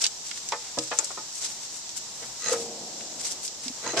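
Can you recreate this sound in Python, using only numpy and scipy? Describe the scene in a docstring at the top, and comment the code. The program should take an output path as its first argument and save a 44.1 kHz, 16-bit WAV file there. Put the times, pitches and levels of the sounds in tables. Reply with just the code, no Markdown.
"""A loose rubber belt, worked by a gloved hand over the cooling fan of a stopped engine, heard close up.
The belt knocks on metal parts, thumps, drags and rasps over the fan, and slips off a blade, which rings.
Glove and belt scuff and tick by stick-slip friction; metal snaps once. A steady workshop hiss lies behind.
Each of the two microphone ports adds its own treble resonance."""
import sys
import numpy as np
from scipy import signal
from scipy.fft import rfft, irfft, next_fast_len
from scipy.io import wavfile

SR = 44100
rng = np.random.default_rng(int(sys.argv[2]) if len(sys.argv) > 2 else 0)


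def dump(signal):
    """Clip the signal to [-1, 1] and save it as 16-bit WAV at the path in sys.argv[1]."""
    limited = np.clip(np.atleast_2d(signal).T, -1, 1)
    pcm = np.round(limited * 32767).astype(np.int16)
    wavfile.write(sys.argv[1], SR, pcm)


N = 176400


def undb(db):
    return 10 ** (np.asarray(db) / 20)


def unit_rms(x):
    return x / np.sqrt(np.mean(x ** 2) + 1e-20)


def unit_energy(x):
    return x / np.sqrt(np.mean(np.sum(x ** 2, axis=-1)) + 1e-20)


def add(out, start_s, x):
    i = max(int(start_s * SR), 0)
    out[:, i:i + x.shape[-1]] += x[..., :max(N - i, 0)]


def shape(x, response):
    """Filter by a response given as a function of Hz."""
    n = next_fast_len(x.shape[-1] + SR // 20)
    f = np.arange(n // 2 + 1) * SR / n + 1e-6
    return irfft(rfft(x, n) * response(f), n)[..., :x.shape[-1]]


def lowpass(f, hz, width_hz):
    """Two-pole resonance."""
    return 1 / (1 - (f / hz) ** 2 + 1j * f * width_hz / hz ** 2)


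def bandpass(f, hz, width_hz):
    return lowpass(f, hz, width_hz) * 1j * f * width_hz / hz ** 2


def colour(x, points):
    """Filter by a curve of (Hz, dB) points; unit RMS out."""
    hz, db = np.array(points).T
    return unit_rms(shape(x, lambda f: undb(np.interp(np.log(f), np.log(hz), db))))


def spread(pair, apart_hz=2520):
    """Two unrelated signals to stereo: alike in the bass, apart in the treble."""
    coherence = lambda f: 1 / (1 + (f / apart_hz) ** 2)
    mid = shape(pair[0], lambda f: np.sqrt(1 + coherence(f)))
    side = shape(pair[1], lambda f: np.sqrt(1 - coherence(f)))
    return np.array([mid + side, mid - side]) / np.sqrt(2)


def noise(size):
    return spread(rng.standard_normal((2, size)))


def fade(t, t60_s):
    return np.exp(-np.log(1000) * t / t60_s)


def ring(modes, t):
    """Decaying modes after one blow, alternating in sign."""
    return sum((-1) ** k * undb(db) * np.sin(2 * np.pi * hz * t) * fade(t, t60_s)
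               for k, (hz, db, t60_s) in enumerate(modes))


def wander(rate_hz):
    knots = rng.standard_normal(N // 20)
    return unit_rms(np.interp(np.arange(N) / SR * rate_hz, np.arange(len(knots)), knots))


def stroke(t, peak_s, half_s):
    """Gaussian swell of pressure."""
    return np.exp(-((t - peak_s) / half_s) ** 2 / 2)


def friction(slips_per_s, spread_db=2, grip_db=2.5, grip_hz=129.77):
    """Stick-slip: tiny uneven releases, bunched by the changing grip."""
    slips = rng.random(N) < slips_per_s / SR
    size_db = spread_db * np.minimum(rng.exponential(size=N), 2 * np.pi) + grip_db * wander(grip_hz)
    return spread(unit_rms(slips * undb(size_db) * rng.standard_normal((2, N))))


def rub(body, strokes, grip=1):
    """Friction under swelling strokes rings a body."""
    t = np.arange(N) / SR
    pressure = sum(undb(db) * stroke(t, peak_s, half_s) for peak_s, db, half_s in strokes)
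    force = friction(slips_per_s=2000) * grip * pressure
    ringing = signal.fftconvolve(np.atleast_2d(body), force, axes=1)[:, :N]
    return unit_rms(ringing) * np.std(force)


def engine_parts(spread_db=1.2, clutter_db=4.5):
    """Impulse response at one spot: its own mix of modes in a clutter of short ones."""
    # Each row: frequency in Hz, level in dB, T60 in seconds.
    part_modes = [(130.7, -8, 0.49), (322.5, -12.5, 0.43), (482.3, -1.5, 0.21), (563, -2.5, 0.19),
                  (646, -7.5, 0.14), (871, -2.5, 0.24), (1031, -5, 0.13), (1260, -2.5, 0.18),
                  (1393, 0.5, 0.076)]
    t = np.arange(SR // 3) / SR
    modes = [(hz, db - spread_db * rng.standard_normal(), t60_s) for hz, db, t60_s in part_modes]
    clutter = shape(noise(len(t)), lambda f: lowpass(f, 3380, 6400) * f / np.hypot(f, 160))
    clutter *= fade(t, t60_s=0.12)
    return unit_energy(ring(modes, t)) + undb(clutter_db) * unit_energy(clutter)


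def belt_knocks(chatter_db=3, chatter_s=0.0057):
    """Each blow hits another spot on the engine and chatters; softer contact keeps the low modes."""
    # Each row: start in seconds, level in dB, centre in Hz (higher for harder contact).
    blows = [(0.521, -25.5, 940), (0.772, -28.5, 468), (0.9137, -27.5, 1070), (0.988, -34, 1080),
             (1.025, -44, 750), (1.103, -40, 1060), (1.173, -36, 543), (2.531, -30, 660),
             (3.862, -32.5, 445), (3.934, -31, 370)]
    out, t = np.zeros((2, N)), np.arange(SR // 3) / SR
    for start_s, db, hz in blows:
        force = undb(chatter_db) * unit_energy(noise(len(t)) * np.exp(-t / chatter_s))
        force[:, 0] += 1  # first impact
        ringing = signal.fftconvolve(engine_parts(), force, axes=1)[:, :len(t)]
        knock = shape(ringing, lambda f: bandpass(f, hz, 1.92 * hz) ** 2)
        add(out, start_s, undb(db) * unit_energy(knock) * np.sqrt(SR / 50))
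    return out


def belt_thumps(push_s=0.0043):
    """A soft push sounds one damped low note of the slack belt."""
    # Each row: start in seconds, level in dB, pitch in Hz, T60 in seconds.
    pushes = [(0.783, -31, 313.5, 0.23), (3.659, -29.5, 254, 0.097), (3.699, -26.5, 257, 0.055),
              (3.931, -25.5, 390, 0.08)]
    out, t = np.zeros((2, N)), np.arange(SR // 2) / SR
    attack = 1 - np.exp(-(t / push_s) ** 2)
    for start_s, db, hz, t60_s in pushes:
        add(out, start_s, ring([(hz, db, t60_s)], t) * attack)
    return out


def belt_drags():
    """The belt judders over fan and shroud and rings the parts."""
    # Each row: peak time in seconds, level in dB, half length in seconds.
    strokes = [(0.026, -44.5, 0.019), (1.435, -47.5, 0.024), (2.221, -45.5, 0.021), (2.498, -36, 0.046),
               (3.869, -34.5, 0.027), (3.994, -27.5, 0.038)]
    # Each row: frequency in Hz, relative gain in dB.
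    tilt = [(100, -15.5), (300, -6), (5000, -11)]
    return rub(colour(engine_parts(), tilt), strokes)


def belt_rasps(teeth_per_s=85, tooth_db=4.5):
    """Belt teeth catch unevenly on the fan's edge, which rings brightly."""
    # Each row: peak time in seconds, level in dB, half length in seconds.
    strokes = [(2.472, -36, 0.036), (2.525, -40.5, 0.011), (3.895, -38.5, 0.043), (3.995, -36.5, 0.012)]
    # Each row: frequency in Hz, level in dB, T60 in seconds.
    edge_modes = [(1248, -2, .035), (1950, -2.5, 0.031), (2636, -3, 0.016), (4100, -1.5, 0.029),
                  (4940, -4, .009), (6500, 3, 0.013)]
    teeth_passed = np.cumsum(teeth_per_s * (1 + 0.2 * wander(40))) / SR
    grip = unit_rms(undb(tooth_db * np.sin(2 * np.pi * teeth_passed)))
    return rub(ring(edge_modes, np.arange(SR // 10) / SR), strokes, grip)


def fan_blade(push_s=0.0026):
    """The belt slips off a blade and sets it ringing."""
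    # Each row: start in seconds, level in dB.
    flicks = [(2.484, -30), (2.5141, -18.5), (2.530, -20)]
    # Each row: frequency in Hz, level in dB, T60 in seconds.
    blade_modes = [(465.2, -4, 0.63), (514, 0.5, 0.071), (553, -5, 0.048)]
    out, t = np.zeros((2, N)), np.arange(SR) / SR
    attack = 1 - np.exp(-t / push_s)
    for start_s, db in flicks:
        add(out, start_s, undb(db) * ring(blade_modes, t) * attack)
    return out


def metal_snap(left_over_right_db=4):
    """A bright metal click and its quick bounce."""
    # Each row: start in seconds, level in dB.
    hits = [(0.988, -5.5), (0.9902, -10)]
    # Each row: frequency in Hz, level in dB, T60 in seconds.
    snap_modes = [(5640, 1, 0.00063), (6980, 1, 0.0023), (7490, -6.5, 0.0043), (8870, -15.5, 0.0057)]
    out, t = np.zeros((2, N)), np.arange(SR // 20) / SR
    for start_s, db in hits:
        add(out, start_s, undb(db) * ring(snap_modes, t))
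    return out * undb(left_over_right_db * np.array([[0.5], [-0.5]]))


def edge_ticks(decay_s=0.0038):
    """Brief crackles where belt teeth and glove catch on edges."""
    # Each row: start in seconds, level in dB, centre in Hz.
    catches = [(0.0395, -29, 4400), (0.0426, -23, 3540), (0.054, -26.5, 2880), (0.065, -25.5, 4270),
               (0.3124, -33.5, 2450), (0.488, -34, 5200), (0.5207, -33, 3380), (0.7867, -27.5, 4030),
               (0.9147, -44, 3070), (1.044, -35, 6750), (1.892, -40.5, 4100), (3.008, -42, 2350),
               (3.478, -35.5, 4860), (3.681, -34, 3700), (3.973, -28.5, 2700)]
    out, t = np.zeros((2, N)), np.arange(SR // 20) / SR
    for start_s, db, hz in catches:
        burst = noise(len(t)) * np.exp(-t / decay_s)
        tick = shape(burst, lambda f: bandpass(f, hz, 1.09 * hz) ** 2)
        add(out, start_s, undb(db) * unit_energy(tick) * np.sqrt(SR / 200))
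    return out


def glove_scuffs():
    """Strokes of glove and belt: fine, bright friction grain."""
    # Each row: peak time in seconds, level in dB, half length in seconds, centre in Hz.
    strokes = [(0.028, -32.5, 0.017, 5300), (0.278, -41.5, 0.018, 5500), (0.366, -40.5, 0.017, 4430),
               (0.647, -49.5, 0.048, 3220), (0.845, -44, 0.033, 5900), (1.032, -45.5, 0.087, 6100),
               (1.432, -42, 0.074, 7800), (1.444, -38, 0.016, 5860), (1.639, -42.5, 0.017, 6130),
               (1.763, -44, 0.024, 7950), (1.976, -36, 0.0074, 9700), (2.53, -40.5, 0.081, 6050),
               (2.532, -33.5, 0.0057, 6470), (3.212, -44, 0.016, 5870), (3.263, -36, 0.022, 5700),
               (3.318, -35.5, 0.0092, 8740), (3.451, -37.5, 0.016, 10000), (3.651, -42, 0.017, 5000),
               (3.997, -29.5, 0.0086, 4400)]
    out, t = np.zeros((2, N)), np.arange(N) / SR
    grain = friction(slips_per_s=6500)
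    for peak_s, db, half_s, hz in strokes:
        near = np.abs(t - peak_s) < np.pi * half_s
        scuff = shape(grain[:, near], lambda f: bandpass(f, hz, 1.58 * hz) * lowpass(f, 11300, 20300))
        add(out, t[near][0], undb(db) * unit_rms(scuff) * stroke(t[near], peak_s, half_s))
    return out


def rumble(start_s=2.53, rise_s=0.038, level_db=-40.5, fall_db_per_s=15):
    """Low noise that dies away after the blade is let go."""
    # Each row: frequency in Hz, relative level in dB.
    spectrum = [(40, -30), (200, 2), (750, 2.5), (1200, -18.5), (2500, -55)]
    age_s = np.maximum(np.arange(N) / SR - start_s, 0)
    envelope = np.minimum(age_s / rise_s, 1) * undb(level_db - fall_db_per_s * age_s)
    return colour(noise(N), spectrum) * envelope * undb(0.53 * wander(35))


def bay_echo(x, level_db=-8, t60_s=0.041, rise_s=0.0039):
    """Short reflections from the engine bay."""
    t = np.arange(SR // 2) / SR
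    response = unit_energy(noise(len(t)) * fade(t, t60_s) * (1 - np.exp(-t / rise_s)))
    return undb(level_db) * signal.fftconvolve(x, response, axes=1)[:, :N]


def workshop(hiss_db=-45.5, room_db=-48.5):
    """Steady diffuse hiss over a dull room tone."""
    # Each row, in both: frequency in Hz, relative spectral density in dB.
    hiss_spectrum = [(1400, -5.5), (2300, -5), (4000, 3), (7500, 1), (9500, -23), (14000, -6.5)]
    room_spectrum = [(25, -11), (70, -6), (125, -0.5), (500, -2.5), (880, 2), (1300, -6), (6000, -10.5)]
    hiss = colour(rng.standard_normal((2, N)), hiss_spectrum) * undb(hiss_db + 0.5 * wander(14))
    room = colour(noise(N), room_spectrum) * undb(room_db + 1.42 * wander(6.56))
    return hiss + room


def scene():
    """Belt handling over the workshop; only the bright contacts echo."""
    bright = edge_ticks() + metal_snap() + glove_scuffs()
    echo = bay_echo(bright)
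    belt = belt_knocks() + belt_thumps() + belt_drags() + belt_rasps()
    return belt + fan_blade() + bright + echo + rumble() + workshop()


def record(dry, top_hz=14500):
    """Each port resonates in the treble; peaks clip at full scale; the top is cut."""
    # Each row (left, right): resonance in Hz, width in Hz, gain in dB.
    ports = [(7734, 1520, 0), (5850, 1410, -0.5)]
    picked_up = np.array([undb(db) * shape(channel, lambda f: lowpass(f, hz, width_hz))
                          for channel, (hz, width_hz, db) in zip(dry, ports)])
    top_cut = signal.ellip(10, 0.2, 70, top_hz, fs=SR, output="sos")
    return signal.sosfilt(top_cut, np.clip(picked_up, -1, 1))


dry = scene()
out = record(dry)
dump(out)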